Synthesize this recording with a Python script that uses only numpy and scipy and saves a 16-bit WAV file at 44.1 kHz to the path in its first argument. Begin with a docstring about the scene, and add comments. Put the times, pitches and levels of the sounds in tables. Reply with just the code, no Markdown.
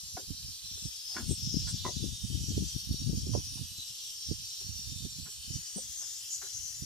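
"""Compressed air hisses from a loose suspension line on a truck, near a hand-held camera with two microphone ports.
The hiss is shaped noise: a free jet, a ringing fitting, an edge hiss, short spurts and spray off a hand.
A breeze buffets each port in its own way, with overlapping small eddies and single strong puffs.
A wrench and fittings knock on the frame: blows and chatter drive its resonances. A faint yard noise lies under it all."""
import sys
import numpy as np
from scipy import signal
from scipy.fft import rfft, irfft, next_fast_len
from scipy.io import wavfile
from scipy.ndimage import uniform_filter1d, map_coordinates

SR = 44100
rng = np.random.default_rng(int(sys.argv[2]) if len(sys.argv) > 2 else 0)


def transcribe(signal):
    """Save signal, clipped to [-1, 1], as a 16-bit WAV file at the path in sys.argv[1]."""
    frames = np.atleast_2d(signal).T
    limited = np.clip(frames, -1, 1)
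    pcm = np.round(limited * 32767).astype(np.int16)
    wavfile.write(sys.argv[1], SR, pcm)


N = 302064  # length of the scene in samples

# Colour of the free jet: [f/Hz, relative level/dB]
JET_COLOUR = [(710, -32), (1200, -44), (1700, -22.5), (1950, -30), (2300, -24.5), (3100, -6), (3800, -8.5),
              (4140, -6.5), (4860, -4), (5700, 3.5), (6420, -6.5), (7400, -12), (8560, -11), (10500, -15.5),
              (11300, -13), (15400, -23)]
# Share of the jet that passes hand and fitting freely: [f/Hz, level/dB]
FREE_SHARE = [(4600, 2.0), (5400, -13), (7200, 6), (8500, -0.5)]
# Narrow resonances of the gap in the frame: [f/Hz, width/Hz, level/dB before softening in gap_response]
GAP_MODES = [(2530, 60, -8), (3240, 40, -21), (3635, 37, -7), (4045, 45, -3), (4416, 45, -12),
             (4580, 70, -8), (5320, 70, -10), (5826, 75, -4), (6256, 35, -12), (6533, 50, -10),
             (7395, 30, -12), (8550, 61, -15), (9335, 120, -14)]
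# How alike the hiss is at left and right: [f/Hz, likeness from 0 to 1]
HISS_LIKENESS = [(1500, 0.34), (3000, 0.52), (6000, 0.53), (9000, 0.93), (14000, .8)]
# Strength of the free jet over time: [t/s, level/dB before JET_DB]
FLOW = [(0.0, -54.5), (0.7, -52.5), (1.6, -50.5), (1.72, -51), (1.96, -49), (2.21, -52), (2.7, -48.5),
        (2.98, -52.5), (3.34, -51.5), (4.42, -51.5), (5.2, -51.5), (5.6, -53.5), (6.12, -55.5), (6.25, -54),
        (6.45, -54.5), (6.85, -56.5)]
# Moving centre of the edge hiss: [t/s, f/Hz]
EDGE_PITCH = [(5.3, 5800), (5.6, 5970), (5.8, 6100), (6.1, 6240), (6.25, 7340), (6.42, 6200), (6.85, 5900)]
# The jet catches an edge and sings briefly:
# [t/s of the peak, level/dB, f/Hz, time/s either side of the peak to drop 17 dB, left over right/dB]
SPURTS = [(.15, -55, 4800, 0.7, -5), (0.23, -62, 6800, 0.039, -2), (0.478, -53, 5630, 0.037, 6),
          (0.496, -55, 6800, 0.05, -9), (0.856, -45, 5550, 0.063, 6), (0.871, -52.5, 8100, 0.046, 7),
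          (1.109, -46.5, 5200, 0.19, 7.5), (1.32, -42, 8080, 0.076, 0), (1.498, -47, 5400, 0.18, 15),
          (1.611, -41.5, 5400, 0.21, 2.5), (1.702, -42, 8150, 0.036, 1), (1.892, -46, 5850, 0.065, 11.5),
          (1.973, -52, 3600, 0.44, -7), (2.202, -55.5, 8700, 0.29, 0), (2.451, -47, 6060, 0.13, -6),
          (2.625, -48.5, 6070, 0.15, 9), (2.685, -51, 7200, .05, 11), (3.187, -48, 5400, 0.055, 9),
          (3.357, -43, 5600, 0.071, 5), (3.472, -49.5, 5730, 0.064, 13), (3.814, -48.5, 4000, 0.036, 4),
          (4.284, -45, 5470, 0.1, -2), (4.768, -51, 5670, 0.2, -4), (5.528, -50.5, 5400, 0.12, 14),
          (5.784, -45, 8400, 0.047, -3), (5.976, -47, 6600, 0.21, 6), (6.247, -54.5, 3150, 0.1, 0),
          (6.336, -36, 6720, 0.047, 2), (6.453, -44.5, 6200, 0.083, 6), (6.563, -42, 6140, 0.065, 6),
          (6.659, -43.5, 6000, 0.071, 8)]
# Air splashing off the hand: [t/s, level/dB]
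SPRAY_LEVEL = [(5.3, -82), (5.55, -53.5), (5.8, -55), (6.1, -55), (6.25, -57), (6.42, -55), (6.85, -53)]
# Colour of that spray: [f/Hz, relative level/dB]
SPRAY_COLOUR = [(1000, -22), (1900, -4.5), (2400, -9), (3100, -9), (4200, -9), (6000, 0), (7300, 7),
                (8300, -17), (9300, -1), (10300, -11), (13300, -4), (15400, -13)]

# Spread of phase between the ports: [f/Hz, radians for a drift of 1]
PHASE_SPREAD = [(3000, 1.36), (6000, 0.31), (8000, 2.04), (10000, 1.4), (14000, 2.8)]
# Pitch that meets the ports in nearly opposite phase: [t/s, f/Hz]
OPPOSED_PITCH = [(0, 6960), (1.1, 7600), (3.5, 7440), (4.2, 6360), (5.25, 6550), (5.45, 7700), (5.7, 9000),
                 (6.1, 8940), (6.85, 8870)]
# How much earlier the hiss meets the left port: [t/s, lead/ms]
LEFT_LEAD = [(0, 0.059), (.8, 0.056), (1.3, 0.013), (4.4, 0.012), (4.9, 0.028), (5.6, 0.032)]

# Colour of the faint yard noise: [f/Hz, relative level/dB]
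YARD_COLOUR = [(20, -11), (60, 7.5), (130, -4.5), (300, -12.5), (600, -21), (1100, -8.5), (1700, -12.5),
               (2300, -11), (3000, -10.5), (8000, -27.5)]

# Gusts of the breeze: [t/s of the start, length/s, air strength/dB before unsteadiness, port: 0 left, 1 right]
GUSTS = [(.42, 0.1, -60, 0), (1.23, 0.14, -40, 0), (1.48, 0.14, -35.5, 0), (1.76, 0.15, -41.5, 0),
         (1.96, 0.17, -36, 0), (2.3, .38, -36, 0), (2.73, 0.062, -40, 0), (2.88, 0.091, -45, 0),
         (3.04, 0.33, -38, 0), (3.35, 0.18, -58, 0), (.02, 0.034, -55.5, 1), (.36, 0.15, -48.5, 1),
         (.73, .05, -49, 1), (1.18, .07, -48, 1), (1.37, 0.1, -38, 1), (1.59, .15, -39, 1),
         (1.75, 0.11, -48, 1), (2.55, 0.083, -39.5, 1), (2.86, 0.074, -41.5, 1), (3.11, 0.3, -35.5, 1),
         (3.44, 0.25, -45.5, 1), (4.35, 0.075, -52, 1), (4.63, 0.2, -46.5, 1), (4.86, 0.35, -46.5, 1),
         (5.17, 0.3, -54, 1), (5.49, 0.097, -44, 1), (5.86, .04, -50.5, 1), (6.55, 0.078, -48.5, 1),
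         (6.69, .15, -58.5, 1)]
# Air strength between gusts, before unsteadiness: [left port level/dB, right port level/dB]
CALM_DB = [-90, -66.5]
# Colour of the wind rumble: [f/Hz, relative level/dB]
RUMBLE_COLOUR = [(15, -52), (30, -44), (48, -4), (70, 1.5), (130, -3), (220, -19), (350, -59), (600, -96),
                 (1500, -85)]
# Colour of the fine turbulence: [f/Hz, relative level/dB]
FLUTTER_COLOUR = [(60, -12), (170, 5), (280, 4), (430, -15.5), (650, -22), (1000, -63), (2500, -91)]
# The strongest eddies: [t/s, level/dB before the thump and wake offsets, passing rate/Hz, port: 0 left, 1 right]
PUFFS = [(0.153, -35, 80, 1), (0.236, -44, 100, 1), (.307, -25.5, 150, 1), (0.647, -42, 69.6, 1),
         (.857, -28, 127, 1), (1.295, -19, 128, 0), (1.311, -21, 283, 0), (1.319, -18.5, 124, 0),
         (1.544, -20, 179, 0), (1.568, -17.5, 152, 0), (1.744, -22, 118, 0), (1.968, -23.5, 145, 0),
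         (2.028, -21.5, 126, 0), (2.042, -24, 242, 0), (2.063, -25, 150, 0), (2.244, -23, 98, 1),
         (2.304, -25.5, 135, 0), (2.407, -29, 171, 1), (2.441, -25.5, 90, 0), (2.487, -24, 140, 0),
         (2.517, -27, 250, 0), (2.579, -19, 241, 1), (2.624, -20, 181, 0), (2.764, -23.5, 123, 0),
         (2.908, -26, 143, 0), (2.912, -21, 130, 1), (2.944, -27, 177, 0), (3.018, -26.5, 150, 1),
         (3.074, -20, 131, 0), (3.096, -17, 158, 0), (3.132, -23.5, 252, 0), (3.135, -25.5, 155, 1),
         (3.176, -22, 150, 1), (3.235, -25, 90, 0), (3.27, -27, 257, 1), (3.294, -22.5, 163, 1),
         (3.319, -24, 100, 1), (3.352, -17, 420, 1), (3.377, -24.5, 240, 1), (3.387, -23, 144, 1),
         (3.613, -24, 119, 1), (3.72, -39.5, 120, 1), (3.787, -38.5, 112, 0), (3.907, -47, 110, 0),
         (4.289, -31, 125, 1), (4.315, -20.5, 224, 1), (4.875, -34.5, 105, 1), (4.921, -29.5, 107, 1),
         (5.025, -32.5, 106, 1), (5.053, -23.5, 167, 1), (5.508, -26.5, 136, 1), (5.561, -27.5, 126, 1),
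         (6.825, -29.5, 158, 1)]

# Tools and fittings on the frame: [t/s, level/dB, hardness/dB (added to the clack, taken from the thud),
# thud f/Hz, time/s of the main 60 dB decay, wrench ring level/dB]
KNOCKS = [(.169, -41.5, -4, 760, 0.049, -65), (0.175, -49, -5.5, 370, 0.12, -74),
          (0.77, -61, -5, 384, 0.031, -80), (1.098, -68.5, -5, 815, 0.27, -73),
          (1.145, -54, 2, 700, 0.059, -80), (1.159, -48, -7.5, 277, 0.088, -80),
          (1.166, -43.5, 9, 303, 0.071, -69), (1.176, -48, 7, 280, .07, -56),
          (1.185, -48.5, -8.5, 275, 0.16, -58), (1.197, -51.5, 3, 270, 0.099, -55),
          (1.672, -60.5, 12, 300, 0.12, -65), (1.847, -51.5, -16, 318, 0.057, -41.5),
          (1.852, -52, -7, 620, 0.076, -33), (1.864, -58, -15.5, 402, 0.12, -33.5),
          (1.881, -61, -17, 590, 0.089, -38), (3.336, -64.5, -14, 895, 0.17, -54),
          (3.571, -62.5, -4, 945, 0.055, -75), (4.605, -64, -8, 355, 0.089, -80),
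          (5.257, -61.5, 9, 385, 0.075, -74), (5.272, -62.5, -4, 380, 0.086, -71),
          (5.757, -59.5, -30.5, 219, 0.028, -90), (5.773, -59, -20, 514, 0.051, -90),
          (6.011, -63.5, 5.5, 600, 0.21, -70), (6.417, -56.5, 10, 376, 0.087, -80),
          (6.432, -56.5, -1, 400, 0.074, -78), (6.455, -65, 9, 400, 0.084, -78)]
# Resonances of the frame: [f/Hz, smallest width/Hz, level/dB]
FRAME_MODES = [(205, 30, 1), (262, 25, 0), (385, 30, 0), (528, 25, 3), (745, 90, -3), (820, 50, -4),
               (1035, 55, -5), (1205, 40, -8), (1435, 40, 1), (1680, 45, 2), (2190, 50, -11),
               (2520, 40, -11)]
# Resonances of the wrench: [f/Hz, width/Hz, level/dB]
WRENCH_MODES = [(339, 12, -13), (463, 12, -17), (593, 15, -16), (727, 12, -20), (974, 20, 0), (1022, 21, 0),
                (1205, 17, -15), (1890, 30, -14), (1994, 26, -12), (2541, 30, -27)]

# Hiss
JET_DB, FIZZ_DB = 4.5, -44  # jet body added to FLOW; finest fizz on its own
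FITTING_DB, FITTING_WAVER_DB = -49.5, 1.1  # ringing of the open fitting, and its flutter
EDGE_DB, EDGE_WAVER_DB = -55, 1.5  # edge hiss while the jet runs free, and its flutter
GRAZE_S, GRAZE_RISE_S = 5.34, 0.27  # a hand moves into the jet and stays: start, approach
GRAZE_DB, GRAZE_SHADE_DB = 7.5, 1.5  # the hand raises the edge hiss and shades the fitting
LEFT_DB, GRAZE_LEFT_DB, JET_LEFT_DB = 3, 2.5, -1  # left over right: deflected air, hand's addition, free jet
SPURT_WIDTH = 0.29  # width of the resonance, as a share of its centre; it is then applied three times

# Scattering
OPPOSED_WIDTH_HZ, OPPOSED_TURN = 270, 2.44  # breadth of the opposed pitch; radians at its centre
RESTLESS_DB = 1.3  # quick patches of louder and softer hiss as the jet wanders
FINE_RIPPLE_DB = 4  # crossing echoes ripple the spectrum
BANDS_DB = 1.4  # broad bands that shift as the arms move, unlike at the two ports
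RIPPLE_FULL_HZ = 3540  # longer waves bend round the arms and ripple less

# Breeze
GUST_RISE_DB_PER_S, GUST_FALL_DB_PER_S = 335, 268
GUSTINESS_DB, GUSTINESS_RATE = 7, 13  # largest unsteadiness of the air; its random points a second
PUFF_STIR_DB, PUFF_FADE_DB_PER_S = -8.5, 432  # air stirred up around each strong eddy
EDDY_DB, RUMBLE_DB, TORN_DB = 3.5, -4, -14  # eddies and rumble over air strength; torn air, before swirl sets it
EDDY_HZ = 103.5  # typical passing rate of a small eddy at an air strength of -45 dB
PUFF_DB, CORE_DB, WAKE_DB = -1, -14.5, -27  # thump over table level, core over thump, wake over table level
CORE_FASTER_HZ, WAKE_S = 159, 0.0061  # how much faster the core passes; rise and fall time of the wake

# Knocks
KNOCK_DB = -1  # middle register against the level of the contact
CLACK_HZ, CONTACT_HZ = 1630, 2600  # centre of the upper register; a contact excites little above the second
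CHATTER_DB, CHATTER_RISE_S = 2, .0015  # chatter against a firm blow; its build-up in a firm contact
FIRM_DB, SOFTENING = -48, .75  # lighter contacts slide in: dB of longer rise for each dB below firm
RING_KICK_S = .022  # the chatter's push on the wrench drops 60 dB in this time, then the wrench rings freely


def amp(db):
    """Turn decibels into gain."""
    return 10 ** (np.asarray(db) / 20)


def unit(x):
    """Scale a sound to an average strength (rms) of 1."""
    return x / np.sqrt(np.mean(x ** 2) + 1e-20)


def along(points, hz):
    """Read values from rows of frequency and value, on a log frequency axis."""
    f, v = np.transpose(points)
    return np.interp(np.log(hz + 1), np.log(f + 1), v)


def curves(rows):
    """Give one value per sample for each column after the time."""
    s, *cols = np.transpose(rows)
    return [np.interp(np.arange(N) / SR, s, c) for c in cols]


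def wobble(rate):
    """Draw a smooth random curve through the given number of random points a second."""
    knots = rng.standard_normal(int(N * rate / SR) + 4)
    return map_coordinates(knots, [np.arange(N) * rate / SR], order=2)


def filtered(x, response):
    """Multiply the spectrum of a sound by a response, with room for ringing before the result is cut to length."""
    n = x.shape[-1]
    m = next_fast_len(n + SR // 4)
    return irfft(rfft(x, m) * response(np.fft.rfftfreq(m, 1 / SR)), m)[..., :n]


def resonance(f, centre_hz, width_hz):
    """Respond like one ringing mode, strongest at its centre."""
    return 1j * f * width_hz / (centre_hz ** 2 - f * f + 1j * f * width_hz)


def noise(gain, likeness, size=N):
    """Make stereo noise of rms 1 from a shared middle and an opposed side, mixed to set left-right likeness."""
    def spread(f):
        turn = np.arccos(np.clip(along(likeness, f), -1, 1)) / 2
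        return gain(f) * np.array([np.cos(turn), np.sin(turn)])

    mid, side = filtered(rng.standard_normal((2, size)), spread)
    return unit(np.array([mid + side, mid - side]))


def add(track, s, sound):
    """Mix a sound into a track from time s."""
    part = track[..., max(round(s * SR), 0):][..., :sound.shape[-1]]
    part += sound[..., :part.shape[-1]]


def panned(x, left_db):
    """Raise the left side of a stereo sound over its right."""
    return np.array([x[0] * amp(left_db / 2), x[1] * amp(-left_db / 2)])


def gliding(x, pitch, width_hz):
    """Pass noise through a resonance whose centre follows rows of time and frequency."""
    f, t, z = signal.stft(x, SR, nperseg=512)
    centre_hz = np.interp(t, *np.transpose(pitch))
    z = z * abs(resonance(f[:, None], centre_hz, width_hz)) ** 3
    return unit(signal.istft(z, SR, nperseg=512)[1][:, :N])


def leak():
    """Escaping air makes a free jet, deflected hiss, spurts and spray; surroundings then scatter them together."""
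    graze = np.clip((np.arange(N) / SR - GRAZE_S) / GRAZE_RISE_S, 0, 1)
    deflected = open_fitting(graze) + edge_hiss(graze)
    air = free_jet() + hand_spray() + panned(deflected, LEFT_DB + GRAZE_LEFT_DB * graze)
    return scattered(air * amp(.65 * wobble(35)) + spurts())


def gap_response(f):
    """The gap in the frame adds many narrow resonances to an even base, by power."""
    # table levels count at 0.3 of their size, plus 1 dB
    peaks = sum(abs(amp(.3 * db + 1) * resonance(f, hz, width)) ** 2 for hz, width, db in GAP_MODES)
    return np.sqrt(.33 + peaks)


def free_jet():
    """Turbulent air makes broad noise that follows the flow; its finest fizz has a separate level."""
    flow_db, = curves(FLOW)
    jet = noise(lambda f: amp(along(JET_COLOUR, f) + along(FREE_SHARE, f)) * gap_response(f), HISS_LIKENESS)
    fizz = filtered(jet, lambda f: 1 / (1 + (8200 / (f + 1)) ** 10))  # keeps the top, from about 8.2 kHz
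    # the finest fizz comes from the orifice itself and hardly feels the hands
    return amp(flow_db + JET_DB) * panned(jet - fizz, JET_LEFT_DB) + amp(FIZZ_DB) * fizz


def open_fitting(graze):
    """Rushing air makes the open fitting resonate; the level flutters and the hand shades it."""
    tone = noise(lambda f: abs(resonance(f, 5493, 850)) ** 2 * gap_response(f), HISS_LIKENESS)
    return amp(FITTING_DB - GRAZE_SHADE_DB * graze + FITTING_WAVER_DB * wobble(14)) * tone


def edge_hiss(graze):
    """Air striking an edge makes a fluttering hiss of gliding pitch, louder when the hand is in the jet."""
    hiss = gliding(noise(np.ones_like, HISS_LIKENESS), EDGE_PITCH, width_hz=3300)
    return amp(EDGE_DB + GRAZE_DB * graze + EDGE_WAVER_DB * wobble(16)) * hiss


def spurts():
    """The jet briefly catches an edge: narrow hiss swells and fades in a bell-shaped curve."""
    out, t = np.zeros((2, N)), np.arange(-SR // 3, SR // 3) / SR
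    for s, db, hz, length, left_db in SPURTS:
        hiss = noise(lambda f: abs(resonance(f, hz, SPURT_WIDTH * hz)) ** 3, HISS_LIKENESS, size=len(t))
        swell = np.exp(-2 * (t / length) ** 2)
        add(out, s + t[0], amp(db) * swell * panned(hiss, left_db))
    return out


def scattered(x):
    """Arms and frame rails scatter the hiss: each pitch meets the ports at its own phase, drifting as hands move."""
    f, t, z = signal.stft(x, SR, nperseg=2048)

    def field(span_hz, rate):
        """Vary smoothly and randomly over frequency and time."""
        knots = rng.standard_normal((384, 128))
        places = np.meshgrid(f / span_hz, t * rate, indexing="ij")
        return map_coordinates(knots, places, order=2, mode="wrap")

    drift = field(520, 1.2) + .9 * field(130, 1.2)
    opposed_hz = np.interp(t, *np.transpose(OPPOSED_PITCH))
    opposed = np.exp(-((f[:, None] - opposed_hz) / OPPOSED_WIDTH_HZ) ** 2)
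    phase = along(PHASE_SPREAD, f)[:, None] * drift * (1 - opposed) + OPPOSED_TURN * opposed
    lead_s = np.interp(t, *np.transpose(LEFT_LEAD)) / 1000
    phase += 2 * np.pi * np.minimum(f, 5000)[:, None] * lead_s  # the lead's phase stops growing above 5 kHz

    shared_db = RESTLESS_DB * field(650, 18) + FINE_RIPPLE_DB * field(60, 4)
    ripple_db = shared_db + BANDS_DB * np.array([field(330, 2), field(330, 2)])
    gain = amp(ripple_db * np.minimum(f / RIPPLE_FULL_HZ, 1)[:, None])
    turned = z * gain * np.exp(.5j * np.array([phase, -phase]))  # half the phase to each port
    return signal.istft(turned, SR, nperseg=2048)[1][:, :N]


def yard_noise():
    """The yard adds faint, steady noise of one fixed colour."""
    return amp(-68) * noise(lambda f: amp(along(YARD_COLOUR, f)), [(100, .6), (1500, .6)])


def breeze():
    """Small eddies cross each port separately, faster in stronger air, with rumble and fine torn turbulence."""
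    speed_db = air_speed()
    lumps, t = np.zeros((2, N)), np.arange(-SR // 25, SR // 25) / SR
    slots = np.arange(0, N / SR, 1 / 45)  # 45 eddies a second, each at a shifted time
    for port in range(2):
        for slot, (late, size, pace, skew) in zip(slots, rng.standard_normal((len(slots), 4))):
            s = np.clip(slot + 0.00678 * late, 0, (N - 1) / SR)
            db = speed_db[port, int(s * SR)]
            hz = EDDY_HZ * np.exp(.66 * np.tanh(pace) + .01 * (db + 45))
            level = amp(db + EDDY_DB + 5 * np.tanh(size))
            add(lumps[port], s + t[0], level * eddy(t, hz, skew))
    rumble = noise(lambda f: amp(along(RUMBLE_COLOUR, f)), [(100, 0.13)])
    flutter = noise(lambda f: amp(along(FLUTTER_COLOUR, f)), [(100, 0.0046)])
    # fine turbulence is torn off the eddies, much more from strong ones
    swirl = np.sqrt(abs(uniform_filter1d(lumps ** 2, size=550, axis=1)))  # strength over about 12 ms
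    torn = amp(TORN_DB) * swirl * (swirl / .01) ** .4 * flutter
    return lumps + amp(speed_db + RUMBLE_DB) * rumble + torn


def air_speed():
    """Air strength in dB at each port: calm, gusts that rise, hold and fall, and a stir around each puff."""
    t = np.arange(N) / SR
    speed_db = [np.full(N, float(db)) for db in CALM_DB]
    for s, length, db, port in GUSTS:
        rise_db = GUST_RISE_DB_PER_S * np.maximum(s - t, 0)
        fall_db = GUST_FALL_DB_PER_S * np.maximum(t - s - length, 0)
        speed_db[round(port)] = np.maximum(speed_db[round(port)], db - rise_db - fall_db)
    speed_db = [db + GUSTINESS_DB * np.tanh(wobble(GUSTINESS_RATE)) for db in speed_db]
    for s, db, _, port in PUFFS:
        stir_db = db + PUFF_STIR_DB - PUFF_FADE_DB_PER_S * abs(t - s)
        speed_db[round(port)] = np.maximum(speed_db[round(port)], stir_db)
    return np.array(speed_db)


def eddy(t, hz, skew):
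    """A whirl of air crossing a port makes a dip of pressure between two swells, made uneven by skew."""
    return -np.cos(2 * np.pi * hz * t + skew) / np.cosh(hz * t / 0.35)


def puffs():
    """Strong eddies thump on one port; a tight, faster core makes each snap, and a short torn wake adds noise."""
    out, t = np.zeros((2, N)), np.arange(-SR // 20, SR // 20) / SR
    swell = np.exp(-np.abs(t - .001) / WAKE_S)  # the wake peaks 1 ms after the eddy's middle
    for s, db, hz, port in PUFFS:
        skew = rng.normal(0, 0.66)
        thump = eddy(t, hz, skew) + amp(CORE_DB) * eddy(t, hz + CORE_FASTER_HZ, skew)
        wake_hz = 130 + 0.86 * hz
        wake = filtered(swell * rng.standard_normal(len(t)), lambda f: resonance(f, wake_hz, 0.61 * wake_hz) ** 3)
        add(out[round(port)], s + t[0], amp(db + PUFF_DB) * thump + amp(db + WAKE_DB) * unit(wake))
    return out


def knocks():
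    """A blow and brief chatter ring the frame in three registers, and the wrench at a level set for each contact."""
    out, t = np.zeros((2, N)), np.arange(SR // 2) / SR

    def contact_softening(f):
        return (1 + 1j * f / CONTACT_HZ) ** 3

    def wrench(f):
        return sum(amp(db) * resonance(f, hz, width) for hz, width, db in WRENCH_MODES) / contact_softening(f)

    for s, level_db, hard_db, thud_hz, t60, ring_db in KNOCKS:
        damped_hz = np.log(1000) / np.pi / t60  # a short, pressed contact also damps the frame

        def frame(f):
            # neighbouring modes push in opposite directions
            return .4 + sum((-1) ** k * amp(db) * resonance(f, hz, max(width, damped_hz))
                            for k, (hz, width, db) in enumerate(FRAME_MODES))

        def register(hz, width_hz):
            return lambda f: frame(f) * resonance(f, hz, width_hz) ** 2 / contact_softening(f)

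        fade = amp(-60 * t / t60) + amp(-38 - 60 * t / .4)  # the yard answers faintly
        softness = amp(SOFTENING * max(FIRM_DB - level_db, 0))
        build_up = 1 - np.exp(-t / (CHATTER_RISE_S * softness))
        bodies = [(level_db - hard_db, register(thud_hz, 0.46 * thud_hz)),  # thud
                  (level_db + KNOCK_DB, register(745, 900)),  # knock
                  (level_db + hard_db, register(CLACK_HZ, 1500)),  # clack
                  (ring_db, wrench)]
        for db, body in bodies:
            # half the chatter's power is shared by the ports, half is separate
            chatter = rng.standard_normal(len(t)) + rng.standard_normal((2, len(t)))
            drive = fade * build_up * chatter
            drive *= amp(CHATTER_DB) / np.linalg.norm(drive[0])
            if body is wrench:
                drive *= amp(-60 * t / RING_KICK_S)
            drive[:, 0] += 1 / softness  # the blow
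            # the decay's strength turns the even scaling into a level at the contact
            add(out, s, amp(db) * unit(filtered(drive, body)) * np.sqrt(np.mean(fade ** 2)))
    return out


def hand_spray():
    """Air splashing off the hand makes coloured noise that follows its own level curve."""
    spray_db, = curves(SPRAY_LEVEL)
    return amp(spray_db) * noise(lambda f: amp(along(SPRAY_COLOUR, f)), HISS_LIKENESS)


def scene():
    """The leak and the work on it sound in the breeze, over the faint noise of the yard."""
    return leak() + yard_noise() + breeze() + puffs() + knocks()


def record(dry):
    """The camera thins the deepest bass, below about 42 Hz, and keeps nothing from 15.6 kHz up."""
    return filtered(dry, lambda f: (f < 15600) / np.sqrt(1 + (42 / (f + 1)) ** 6))


dry = scene()
out = record(dry)
transcribe(out)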